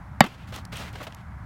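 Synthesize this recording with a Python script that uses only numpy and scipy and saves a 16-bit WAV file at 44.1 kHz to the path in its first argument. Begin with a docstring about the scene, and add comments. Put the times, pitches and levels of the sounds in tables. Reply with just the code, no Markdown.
"""Low rumble and far hiss of an open ball field; 0.2 s in, a pitched ball smacks a catcher's mitt.
Pocket thumps, leather rings and cracks, the microphone briefly overloads; fence and field echo.
The catcher springs up, strides and throws: shoes scuff and stamp on gritty dirt, his gear ticks."""
import sys
import numpy as np
from scipy import signal
from scipy.fft import rfft, irfft
from scipy.io import wavfile

SR = 44100
rng = np.random.default_rng(int(sys.argv[2]) if len(sys.argv) > 2 else 0)


def generate_wav(sig):
    """Save sig (samples, or channels by samples) to the path in sys.argv[1] as 16-bit PCM at SR."""
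    pcm = np.round(np.clip(np.atleast_2d(sig).T, -1, 1) * 32767).astype(np.int16)
    wavfile.write(sys.argv[1], SR, pcm)


N = 63945
T = np.arange(N) / SR

# rumble spectrum (frequency [Hz], level [dB])
RUMBLE_SPECTRUM = [(25, -23), (45, -5.5), (68, 1), (105, -0.5), (180, -5.5), (250, -14.5), (330, -25.5),
                   (600, -46.5), (3000, -89)]
# rumble envelope (time [s], level [dB])
RUMBLE_ENVELOPE = [(0, -43), (.2, -39.5), (.31, -45), (.46, -39.5), (.85, -39.5), (1.0, -40), (1.13, -43.5),
                   (1.22, -44), (1.27, -40.5), (1.45, -40)]
# far hiss spectrum (frequency [Hz], level [dB])
HISS_SPECTRUM = [(100, -18), (300, -13), (470, -13), (620, -2.5), (850, 0.5), (1350, -1), (2100, -8.5),
                 (2700, -21), (5000, -28), (10000, -33.5), (16000, -39)]
HISS_DB = -51

CATCH_S = 0.2064
# hollow pocket and padding (delay [s], frequency [Hz], level [dB], swell [s])
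POCKET_MODES = [(0.00057, 211, -4, 0.0033), (0.0017, 591, -10, 0.0022), (0.00063, 790, 2.6, 0.0013),
                (0, 1060, -7.5, .0016), (.0058, 157, -17, 0.0055)]
# stiff leather and ball (frequency [Hz], level [dB], t60 [s])
LEATHER_MODES = [(519, -27, .12), (644, -31.5, 0.077), (1138, -19.5, .115), (1308, -23.5, 0.13),
                 (1709, -12, 0.043), (1886, -5, .037), (2072, -22.5, 0.12), (2180, -5.5, 0.022),
                 (2960, -4, 0.02), (3543, -10.5, 0.024), (3740, -19, 0.058), (4543, -28, 0.089),
                 (5620, -11, 0.0079)]
CRACK_DB, CRACK_T60_S, CRACK_LOWPASS_HZ = -5.5, 0.010, 3540

# ground and fence scatter spectrum (frequency [Hz], level [dB])
SCATTER_SPECTRUM = [(60, -17), (150, 7), (280, 1), (480, -5), (780, 4), (1400, -0.5), (2200, 0),
                    (3600, -3.5), (6000, -27), (15000, -45)]
# scatter decay (frequency [Hz], t60 [s])
SCATTER_DECAY = [(150, 0.11), (800, .16), (2500, .235), (10000, 0.37)]
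SCATTER_DB, SCATTER_RISE_S = -19, 0.006
# distinct echoes (delay [s], level [dB], tilt [dB/octave])
ECHO_ARRIVALS = [(0.032, -16.5, -0.5), (.055, -27, 1.0)]
# echo spectrum (frequency [Hz], level [dB])
ECHO_SPECTRUM = [(100, -1), (250, 12), (390, 1), (500, -12.5), (760, 4), (1300, -5), (2600, -6),
                 (5000, -20), (15000, -31)]

# sliding soles (time [s], length [s], level [dB], tilt [dB/octave], resonance [Hz])
SOLE_SLIDES = [(0.277, 0.072, -47.5, -1, 380), (0.371, 0.075, -53, -1.1, 2830),
               (0.469, 0.034, -52, 1.2, 550), (0.52, 0.068, -46, 0.3, 990), (0.535, 0.0094, -39, 1.3, 3060),
               (0.575, .010, -43.5, -.8, 1210), (0.719, 0.018, -38, 0, 1630), (0.749, 0.037, -40, 1, 2680),
               (.785, 0.049, -39.5, -.2, 740), (0.836, 0.053, -43.5, -0.5, 2000),
               (0.926, 0.075, -48, -0.6, 400), (0.998, 0.02, -39, -2.8, 1150),
               (1.024, 0.0099, -40.5, 0.5, 14000), (1.09, 0.048, -57, -.2, 2000),
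               (1.16, 0.052, -57, -1, 350)]
# scuffed dirt spectrum (frequency [Hz], level [dB])
SCUFF_SPECTRUM = [(120, -7), (250, 1.5), (400, -2.5), (650, 0.5), (1200, -1.5), (2200, -2), (3200, -3),
                  (5000, -9.5), (9000, -18), (15000, -22)]
SCUFF_ATTACK_S, SCUFF_RELEASE_S = 0.0071, 0.018
GRAINS_PER_S, GRAIN_SPREAD_DB, DUST_GAIN = 5000, 2.5, 0.55
RESONANCE_DB, RESONANCE_WIDTH_OCT = 5, 0.4  # shoe on ground
# landing shoes (time [s], level [dB], resonance [Hz])
SHOE_LANDINGS = [(.343, -42, 378), (.522, -34.5, 400), (.562, -35.5, 380), (0.726, -35, 650),
                 (.954, -33.5, 312), (0.984, -40.5, 250), (1.012, -34, 600), (1.0674, -28.5, 606)]
# crushed dirt spectrum (frequency [Hz], level [dB])
STAMP_SPECTRUM = [(80, -8), (200, 4.5), (380, -1), (600, 3), (1200, -1.5), (2000, -5), (3500, -7.5),
                  (6000, -18), (15000, -32.5)]
# gear and flicked pebbles (time [s], level [dB], centre [Hz])
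TICK_HITS = [(.559, -40.5, 5000), (0.562, -32, 4200), (.6518, -37.5, 3600), (.6538, -39, 2500),
             (.770, -35, 5000), (.929, -48, 6000), (1.124, -35.5, 1200), (1.1474, -39.5, 4400)]
TICK_T60_S, TICK_EDGE_RATIO = 0.0084, 2.6

KNEE_EXPONENT, CUTOFF_HZ = 5, 16700
DUCK_THRESHOLD_DB, DUCK_ATTACK_S, DUCK_RELEASE_DB_PER_S = -5.5, 0.038, 22


def from_db(db):
    """Decibels to gain."""
    return 10 ** (np.asarray(db) / 20)


def unit_rms(x):
    """Scale to unit power."""
    return x / np.sqrt(np.mean(x ** 2) + 1e-20)


def at_hz(table, hz):
    """Interpolate along log frequency."""
    table_hz, values = np.transpose(table)
    return np.interp(np.log(np.maximum(hz, 1)), np.log(table_hz), values)


def coloured(x, spectrum, tilt_db_per_oct=0, resonance_hz=None):
    """Apply spectrum, tilt and optional resonance; unit power."""
    hz = np.maximum(np.fft.rfftfreq(N, 1 / SR), 1)
    db = at_hz(spectrum, hz) + tilt_db_per_oct * np.log2(hz)
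    if resonance_hz:
        db += RESONANCE_DB * np.exp(-(np.log2(hz / resonance_hz) / RESONANCE_WIDTH_OCT) ** 2)
    return unit_rms(irfft(rfft(x) * from_db(db), N))


def noise():
    """White noise."""
    return rng.standard_normal(N)


def band(x, low_hz, high_hz):
    """Causal band-pass."""
    return signal.sosfilt(signal.butter(2, [low_hz, high_hz], "band", fs=SR, output="sos"), x)


def since(start_s):
    """Seconds since an event, zero before it."""
    return np.maximum(T - start_s, 0)


def burst(start_s, t60_s, rise_s=1 / SR):
    """Linear rise, exponential decay."""
    age_s = since(start_s)
    return np.minimum(age_s / rise_s, 1) * from_db(-60 * age_s / t60_s)


def open_air():
    """Slowly swelling rumble under steady far hiss."""
    rumble_db = np.interp(T, *np.transpose(RUMBLE_ENVELOPE))
    rumble = from_db(rumble_db) * coloured(noise(), RUMBLE_SPECTRUM)
    return rumble + from_db(HISS_DB) * coloured(noise(), HISS_SPECTRUM)


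def mitt():
    """The ball drives the pocket, rings the leather and cracks on its skin."""
    out = np.zeros(N)
    for delay_s, hz, db, swell_s in POCKET_MODES:
        age_s = since(CATCH_S + delay_s)
        swell = age_s / swell_s * np.exp(1 - age_s / swell_s)
        out += from_db(db) * swell * np.sin(2 * np.pi * hz * age_s)
    for hz, db, t60_s in LEATHER_MODES:
        ring = np.sin(2 * np.pi * hz * since(CATCH_S))
        out += from_db(db) * burst(CATCH_S, t60_s, rise_s=0.0003) * ring
    crack = unit_rms(signal.lfilter(*signal.butter(1, CRACK_LOWPASS_HZ, fs=SR), noise()))
    return out + from_db(CRACK_DB) * burst(CATCH_S, CRACK_T60_S) * crack


def field_echoes():
    """Ground and fence return the smack: diffuse tail, decay per octave band, two smeared echoes."""
    out = np.zeros(N)
    scatter = from_db(SCATTER_DB) * coloured(noise(), SCATTER_SPECTRUM)
    edges_hz = np.geomspace(70, 18000, 9)
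    for low_hz, high_hz in zip(edges_hz, edges_hz[1:]):
        t60_s = at_hz(SCATTER_DECAY, np.sqrt(low_hz * high_hz))
        out += burst(CATCH_S, t60_s, SCATTER_RISE_S) * band(scatter, low_hz, high_hz)
    for delay_s, db, tilt_db_per_oct in ECHO_ARRIVALS:
        envelope = burst(CATCH_S + delay_s, t60_s=0.073, rise_s=0.002)
        out += from_db(db) * envelope * coloured(noise(), ECHO_SPECTRUM, tilt_db_per_oct)
    return out


def grit():
    """Random grain collisions of uneven size over the hiss of fine dust."""
    grain_db = GRAIN_SPREAD_DB * np.minimum(rng.exponential(1, N), 4)
    polarity = rng.choice([-1, 1], N)
    collisions = rng.random(N) < GRAINS_PER_S / SR
    return unit_rms(from_db(grain_db) * polarity * collisions) + DUST_GAIN * noise()


def scuffs():
    """A sliding sole grinds grit, then lets go."""
    out = np.zeros(N)
    for start_s, length_s, db, tilt_db_per_oct, resonance_hz in SOLE_SLIDES:
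        attack = np.minimum(since(start_s) / SCUFF_ATTACK_S, 1)
        release = np.exp(-since(start_s + length_s) / SCUFF_RELEASE_S)
        grind = coloured(grit(), SCUFF_SPECTRUM, tilt_db_per_oct, resonance_hz)
        out += from_db(db) * attack * release * grind
    return out


def stamps():
    """A landing shoe crushes dirt in one dull crunch."""
    out = np.zeros(N)
    for start_s, db, hz in SHOE_LANDINGS:
        crunch = coloured(grit(), STAMP_SPECTRUM, resonance_hz=hz)
        out += from_db(db) * burst(start_s, t60_s=0.062, rise_s=0.002) * crunch
    return out


def ticks():
    """Tiny hard contacts of gear and pebbles, one noise band each."""
    out = np.zeros(N)
    for start_s, db, hz in TICK_HITS:
        click = unit_rms(band(noise(), hz / TICK_EDGE_RATIO, hz * TICK_EDGE_RATIO))
        out += from_db(db) * burst(start_s, TICK_T60_S) * click
    return out


def gain_control(x):
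    """Gain ducks after a loud peak and creeps back."""
    excess_db = np.maximum(20 * np.log10(np.abs(x) + 1e-9) - DUCK_THRESHOLD_DB, 0)
    release_db = DUCK_RELEASE_DB_PER_S * T
    held_db = np.maximum.accumulate(excess_db + release_db, axis=-1) - release_db
    pole = np.exp(-1 / (DUCK_ATTACK_S * SR))
    duck_db = signal.lfilter([1 - pole], [1, -pole], held_db)
    return x * from_db(-duck_db)


def scene():
    """Catch, echoes and footwork over open air; mono."""
    return (mitt() + field_echoes() + scuffs() + stamps() + ticks() + open_air())[None]


def record(dry):
    """Microphone chain: the smack soft-clips and ducks the gain; steep low-pass."""
    clipped = dry / (1 + np.abs(dry) ** KNEE_EXPONENT) ** (1 / KNEE_EXPONENT)
    lowpass = signal.cheby2(20, 80, CUTOFF_HZ, fs=SR, output="sos")
    return signal.sosfilt(lowpass, gain_control(clipped))


dry = scene()
out = record(dry)
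generate_wav(out)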